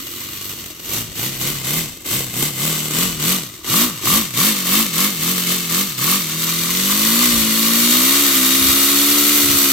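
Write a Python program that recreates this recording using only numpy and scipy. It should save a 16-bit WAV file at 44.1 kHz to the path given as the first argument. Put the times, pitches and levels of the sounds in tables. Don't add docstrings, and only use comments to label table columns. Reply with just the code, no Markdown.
import sys
import numpy as np
from scipy import signal
from scipy.fft import rfft, irfft
from scipy.io import wavfile

SR = 44100
rng = np.random.default_rng(int(sys.argv[2]) if len(sys.argv) > 2 else 0)


def wrap_up_sound(samples):
    columns = np.atleast_2d(samples).T
    tamed = np.clip(columns, -1, 1)
    steps = np.round(tamed * 32767).astype(np.int16)
    wavfile.write(sys.argv[1], SR, steps)


N = 428652
TIME = np.arange(N) / SR
FREQ = np.maximum(np.arange(N // 2 + 1) * SR / N, 1)

# time in seconds, air in dB, shaft speed in Hz (turns per second).
IDLE = [(0, -34, 23.5), (.13, -32.5, 21.3), (.2, -32.5, 23.34), (.49, -32.5, 24.94), (.66, -34, 23.3),
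        (.76, -39, 21)]
# valve opens in seconds, valve shuts in seconds, air before in dB, air at the top
# in dB, shaft before in Hz, shaft at the top in Hz, softness of the opening 0-1 (skew exponent of the rise).
BURSTS = [(0.844, 0.987, -36.5, -24.4, 21, 28.8, 0.46), (1.152, 1.273, -35.5, -24, 25.6, 34.1, 0.34),
          (1.397, 1.49, -31.5, -22.5, 32, 37.1, 0.27), (1.632, 1.785, -31, -21.5, 32.2, 41.85, 0.3),
          (2.044, 2.163, -40, -21.5, 18, 34.77, 0.36), (2.33, 2.454, -32, -21, 29.9, 38.33, 0.43),
          (2.548, 2.66, -30, -21.5, 32.3, 40.06, 0.7), (2.903, 3.037, -27, -19.5, 37.7, 46, 0.59),
          (3.189, 3.327, -29, -18, 37.3, 47.55, 0.44), (3.63, 3.832, -40, -15, 16.5, 62.4, 0.38),
          (4.014, 4.174, -32.5, -15.5, 22.9, 56.5, 0.39), (4.331, 4.467, -31, -15.5, 28.8, 54.9, 0.41),
          (4.648, 4.805, -25.2, -16, 44.8, 55.9, 0.51), (4.922, 5.059, -27.4, -17.5, 39.9, 52.15, 0.39),
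          (5.188, 5.3, -27, -18.5, 39, 45.9, 0.57), (5.461, 5.535, -23.5, -19.0, 44, 45.57, 0.33),
          (5.687, 5.819, -26, -18.5, 41.6, 49.63, 0.32), (5.967, 6.148, -30.5, -17, 31.4, 49.1, 0.34)]
# time in seconds, air in dB, shaft speed in Hz.
STEADY = [(6.28, -25, 38.9), (6.44, -22, 41.38), (6.67, -21.5, 42.62), (6.98, -18, 52.62),
          (7.11, -17, 56.15), (7.24, -16.5, 61.04), (7.29, -17.5, 60.03), (7.42, -18, 54.62),
          (7.57, -18.5, 55.45), (7.9, -15.5, 59.8), (8.02, -15.5, 64.4), (8.22, -16.5, 72.0),
          (8.4, -16, 64.7), (9.07, -15.5, 71.95), (9.33, -16, 73.04), (9.72, -16.5, 68.2)]
# time in seconds, top treble in dB, jet whistle in dB, low chuff
# in dB, band near 10 kHz in dB, all against the hiss; the air feed also shifts the two treble columns.
AIM = [(0, 4.5, -18, -24, -1), (.8, 3.5, -23, -13, 2), (1.5, 1, -19, -13, 1.5), (2.3, 3, -11, -11.5, 3.5),
       (2.9, 0, -10, -12.5, 1.5), (3.4, -.5, -20, -16, 2), (4.8, 0.5, -22, -20, 2),
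       (5.8, 0.2, -21, -23, 1.5), (7.5, -0.3, -25, -33, 2), (9.7, 0.5, -21, -48, 2.5)]
# time in seconds, share 0-1.
FACING = [(0, 0.4), (.8, 0.3), (5, 0.4), (5.6, 0.3), (6.5, 0.99)]
PUFF_DB = [-2, -2.2, 2.5, -1]
# frequency in Hz, level in dB per Hz.
HISS = [(100, -19), (300, -3), (420, -12), (580, -9), (800, -14.5), (1100, -5), (1600, -3.5), (2100, -2),
        (3500, 0), (5100, -1.5), (8000, 0), (9200, -3), (14500, -2.5), (16000, -12.5)]
# frequency in Hz, width in Hz, level in dB seen from the side,
# level in dB seen from the flywheel, before slow drift.
CAVITIES = [(1174, 130, 4.5, 4), (2105, 156, -1.5, -4), (2925, 370, 0.5, -11.5), (3680, 190, -11, -4),
            (4360, 170, -9.5, -1.5), (6010, 470, -5.5, -8)]
# frequency in Hz, level in dB per Hz.
CHUFF = [(120, -7.5), (260, 3), (330, -0.5), (450, -1), (750, -4.5), (1000, -5.5), (2000, -29), (5000, -50)]
# multiple of the shaft rate, relative dB at low speed, relative dB at high speed.
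ORDERS = [(2, -28, -19), (3, -15, -8.5), (4, 3.5, 2), (5, -7.5, -7.5), (6, -4.5, -14), (7, -16.5, -22.5),
          (8, -7.5, -22), (9, -27, -21), (10, -9, -18.5), (12, -22, -31), (14, -16.5, -31), (18, -25, -22),
          (19, -35, -24)]
# frequency in Hz, width in Hz, added gain in dB.
SHELL = [(331.5, 76, -3.5), (1323, 250, 14.5)]
# time in seconds, gain in dB.
NEARNESS = [(0, 0.5), (1, 0.5), (1.8, 1), (3, 2.3), (3.7, 0.4), (5.5, 0.5), (6.2, -1.5), (7.3, 1.3),
            (8.3, -0.8), (9.7, -0.5)]
# time in seconds, dB against the air at the reference feed.
KNOCKING = [(0, -8), (.9, -20), (2.9, -21), (3.75, -11), (4.7, -10), (5.3, -15), (6.1, -10), (6.5, -14),
            (7.9, -14.5), (9.5, -22)]
# frequency in Hz, width in Hz, relative level in dB.
FRAME = [(330, 180, -16), (580, 180, -26), (1118, 63, 9), (1164, 58, 6.5), (1360, 80, -26.5),
         (2110, 130, -26), (3650, 400, -22)]
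# time in seconds, peak in dB before the room.
HARD_KNOCKS = [(3.705, -18), (3.742, -5), (4.072, -3), (4.102, -5), (4.439, -10), (4.457, -10),
               (6.055, -17), (6.124, -13), (6.898, -11)]
# time in seconds, impulse in dB before the body response.
CLICKS = [(.137, -24), (.287, -25), (.333, -22), (0.641, -23), (2.052, -25), (3.2, -19), (3.645, -24),
          (7.952, -8), (7.967, -17)]
# frequency in Hz, relative level in dB per Hz.
RUMBLE = [(15, -32), (45, -3), (85, -3.5), (130, -5), (220, -13), (500, -22), (2000, -70)]
# peak time in seconds, level in dB before flutter, length in
# seconds (centre to 1/e), left against right in dB.
GUSTS = [(1.066, -42, .09, 9), (1.6, -47, 0.28, 18), (2.2, -46, 0.089, 2), (3.1, -43, .12, 13),
         (3.8, -46, .12, 2), (4.16, -42, 0.081, 2), (5.25, -48, .1, 0), (6.85, -48, .2, -13),
         (7.37, -41.5, 0.099, -18), (8.67, -37, 0.084, -15), (9.5, -34.5, 0.089, -14)]
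# frequency in Hz, gain in dB.
RIGHT_PORT = [(120, 0), (370, -3), (550, -4.5), (930, -10.5), (1500, -8), (2200, -4), (4100, -0.5),
              (5200, -3.5), (8200, -3), (9200, -14), (10500, -9.5), (11800, 4.5), (13000, 6), (15500, 6)]

FLYWHEEL_LAG_S = .029
REFERENCE_DB, REFERENCE_HZ = -20, 45
HUM_DB = -25
HUM_PER_AIR, HUM_DB_PER_OCTAVE = 0.86, 3
STALL_HZ, STALL_DB_PER_OCTAVE = 28.4, 18
BRIGHT_PER_AIR = 0.21
DRAUGHT_DB = -50.5
TOP_HZ = 15800


def undb(db):
    return 10 ** (np.asarray(db) / 20)


def unit(x):
    return x / np.sqrt(np.mean(x ** 2))


def curves(table):
    s, *columns = np.transpose(table)
    return [np.interp(TIME, s, c) for c in columns]


def colour(points):
    hz, db = np.transpose(points)
    return undb(np.interp(np.log(FREQ), np.log(hz), db))


def resonances(modes):
    return sum(undb(db) / (1 + 1j * (FREQ ** 2 - hz ** 2) / (FREQ * width)) for hz, width, db in modes)


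def through(x, response):
    return irfft(rfft(x) * response, N)


def walk(rate):
    knots = rng.standard_normal(8192)
    return 1.19 * np.interp(TIME * rate, np.arange(len(knots)), knots)


def pair(likeness):
    mid, side = rng.standard_normal((2, N))
    c = np.clip(likeness, 0, 1)
    return np.sqrt((1 + c) / 2) * mid + np.sqrt((1 - c) / 2) * np.array([side, -side])


def scatter(cycle, spread_db):
    sizes = undb(spread_db * rng.standard_normal(8192))
    return sizes[cycle.astype(int) % 8192]


def ease(start, end, skew=1):
    share = np.clip((TIME - start) / (end - start), 0, 1)
    return (1 - np.cos(np.pi * share ** skew)) / 2


def surges(idle, lows, tops, steady, rise_skews, fall_skew, lag_s=0):
    opens, shuts = np.transpose(BURSTS)[:2] + lag_s
    ends = np.append(opens[1:], STEADY[0][0])
    next_lows = np.append(lows[1:], steady[0])
    out = idle + (lows[0] - idle[-1]) * ease(IDLE[-1][0], opens[0])
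    out = out + steady - steady[0]
    bursts = np.broadcast(opens, shuts, ends, lows, tops, next_lows, rise_skews)
    for start, shut, end, low, top, next_low, rise_skew in bursts:
        out = out + (top - low) * ease(start, shut, rise_skew)
        out = out + (next_low - top) * ease(shut, end, fall_skew)
    return out


def drive():
    (idle_db, idle_hz), (steady_db, steady_hz) = curves(IDLE), curves(STEADY)
    low_db, top_db, low_hz, top_hz, softness = np.transpose(BURSTS)[2:]
    air_db = surges(idle_db, low_db, top_db, steady_db, softness, fall_skew=0.58)
    shaft_hz = surges(idle_hz, low_hz, top_hz, steady_hz, rise_skews=.78, fall_skew=.654, lag_s=FLYWHEEL_LAG_S)
    return air_db, shaft_hz


def bench(x, lag_s=.0021, sway=0.0728, echo=0.25):
    lag = lag_s * (1 + sway * walk(1.0))
    reflection = np.array([np.interp(TIME - lag, TIME, side) for side in x])
    return unit(x + echo * reflection)


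def air(turns, air_db, puff_width=0.47, leak=1.0, puff_scatter_db=2.5, flutter_db=0.63, top_flutter_db=1.0,
        drift_db=2.0, whistle_hz=7900, whistle_width=900):
    top_db, whistle_db, chuff_db, hollow_db = curves(AIM)
    facing = curves(FACING)[0]
    stroke = len(PUFF_DB) * turns
    size = undb(PUFF_DB)[stroke.astype(int) % len(PUFF_DB)] * scatter(stroke, puff_scatter_db)
    puffs = size * np.exp(-((stroke % 1 - .5) / puff_width) ** 2)
    flow = (leak + puffs) * undb(flutter_db * walk(35))
    shared = 1 / (1 + (FREQ / 3100) ** 2)
    rush = rfft(pair(0.68) * flow) * np.sqrt(shared)
    rush = rush + rfft(pair(0.034) * flow) * np.sqrt(1 - shared)
    spectrum = (rush * colour(HISS)).astype(np.complex64)

    def part(response):
        return irfft(spectrum * np.complex64(response), N)

    bright_db = BRIGHT_PER_AIR * (air_db - REFERENCE_DB)
    beam = undb(top_db + bright_db + top_flutter_db * walk(25))
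    jet = part(0.91) + (beam - 1) * part(1 / (1 + (11000 / FREQ) ** 8))
    hollow = part(np.exp(-((FREQ - 10200) / 1500) ** 2))
    jet = jet + (undb(hollow_db + bright_db) - 1) * hollow
    for hz, width, side_db, front_db in CAVITIES:
        db = side_db + facing * (front_db - side_db) + drift_db * walk(2.53)
        jet = jet + part(resonances([(hz, width, 0)])) * undb(db)
    whistle = unit(part(resonances([(whistle_hz, whistle_width, 0)])))
    chuff = unit(through(rng.standard_normal(N) * puffs, colour(CHUFF)))
    return bench(jet) + undb(whistle_db) * whistle + undb(chuff_db) * chuff


def judder(turns, shaft_hz, shell_hz=318, shell_width=130, judder_db=-11, smooth_hz=31, fade_hz=8):
    drag = rng.standard_normal(N) * np.exp(-(2 * turns % 1) / 0.56)
    slow = np.clip((smooth_hz - shaft_hz) / fade_hz, 0, 1)
    shell = resonances([(shell_hz, shell_width, 0)]) ** 2
    return unit(through(drag, shell)) * slow * undb(judder_db)


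def hum(turns, shaft_hz, slow_hz=38, fast_hz=66, rough=0.1, wobble_rad=.025, bass_hz=112):
    fast = np.clip((shaft_hz - slow_hz) / (fast_hz - slow_hz), 0, 1)
    angle = 2 * np.pi * turns + wobble_rad * (1 - fast / 2) * walk(40)
    out, power = 0, 0
    for order, slow_db, fast_db in ORDERS:
        hz = order * shaft_hz
        lift = 1 + sum(undb(db) / (1 + (2 * (hz - centre) / width) ** 2) for centre, width, db in SHELL)
        radiation = 1 / np.sqrt(1 + (bass_hz / hz) ** 6)
        size = undb(slow_db + fast * (fast_db - slow_db)) * lift * radiation
        tone = np.sin(order * angle + rng.uniform(0, 2 * np.pi))
        out = out + size * tone * (1 + rough * walk(45))
        power = power + size ** 2 / 2
    return out / np.sqrt(power)


def hum_level(air_db, shaft_hz):
    stall = np.minimum(np.log2(shaft_hz / STALL_HZ), 0)
    speed_db = HUM_DB_PER_OCTAVE * np.log2(shaft_hz / REFERENCE_HZ) + STALL_DB_PER_OCTAVE * stall
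    return HUM_DB + HUM_PER_AIR * (air_db - REFERENCE_DB) + speed_db + curves(NEARNESS)[0]


def knocks(turns, shaft_hz, knock_db, knock_scatter_db=3, minor_db=-12, scrape=0.89, steady_hz=85):
    stroke = len(PUFF_DB) * turns
    starts = np.diff(np.floor(stroke), prepend=0)
    uneven = scatter(stroke, knock_scatter_db) ** np.clip(2 * (1 - shaft_hz / steady_hz), 0, 1)
    size = np.where(stroke.astype(int) % len(PUFF_DB) == 0, 1, undb(minor_db)) * uneven
    blows = unit(starts * size / np.sqrt(shaft_hz))
    rub = unit(rng.standard_normal(N) * np.exp(-(turns % 1) / 0.32))
    rub = rub * np.clip(1.9 - shaft_hz / 52, .3, 1)
    frame = resonances(FRAME)
    hard = np.zeros(N)
    for s, db in HARD_KNOCKS:
        hard[int(s * SR)] = undb(db)
    hard = through(hard, frame) / np.max(abs(irfft(frame, N)))
    return unit(through(blows + scrape * rub, frame)) * undb(knock_db) + hard


def knock_level(air_db, per_air=1.45, wander_db=2.3):
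    feed_db = REFERENCE_DB + per_air * (air_db - REFERENCE_DB)
    return feed_db + curves(KNOCKING)[0] + wander_db * walk(12)


def ticks(air_db, per_second=60, tick_db=-15, size_db=4.5, decay_s=0.0028):
    sizes = undb(size_db * np.minimum(rng.exponential(size=N), 4))
    hits = (rng.random(N) < per_second / SR) * sizes * undb(air_db + tick_db)
    for s, db in CLICKS:
        hits[int(s * SR)] += undb(db)
    fade = signal.lfilter([1], [1, -np.exp(-1 / (decay_s * SR))], hits)
    body = resonances([mode[:3] for mode in CAVITIES]) + 0.27
    return through(pair(0.45) * fade, body / np.sqrt(np.mean(abs(body) ** 2)))


def room(x, t60_s=0.18, wet_db=-17):
    tail = rng.standard_normal((2, N)) * undb(-60 * TIME / t60_s) * (TIME > .003)
    response = rfft(tail) / np.sqrt(np.sum(tail ** 2) / 2)
    response = response / np.sqrt(1 + (FREQ / 6000) ** 2)
    return x + undb(wet_db) * through(x, response)


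def buffeting(flutter_db=2):
    size = undb(DRAUGHT_DB)
    for s, db, length_s, left_db in GUSTS:
        sides = undb([[db + left_db / 2], [db - left_db / 2]])
        size = size + sides * np.exp(-((TIME - s) / length_s) ** 2)
    return unit(through(pair(0.81), colour(RUMBLE))) * size * undb(flutter_db * walk(11))


def scene(rush_db=3.0):
    air_db, shaft_hz = drive()
    turns = np.cumsum(shaft_hz) / SR
    engine = (air(turns, air_db) + judder(turns, shaft_hz)) * undb(air_db + rush_db)
    engine = engine + ticks(air_db)
    engine = engine + hum(turns, shaft_hz) * undb(hum_level(air_db, shaft_hz))
    engine = engine + knocks(turns, shaft_hz, knock_level(air_db))
    return room(engine) + buffeting()


def record(dry, ceiling=0.58):
    ports = np.array([dry[0], through(dry[1], colour(RIGHT_PORT))])
    rounded = ports / (1 + (ports / ceiling) ** 4) ** (1 / 4)
    low_pass = signal.ellip(10, .2, 80, TOP_HZ, fs=SR, output="sos")
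    return signal.sosfilt(low_pass, rounded)


dry = scene()
out = record(dry)
wrap_up_sound(out)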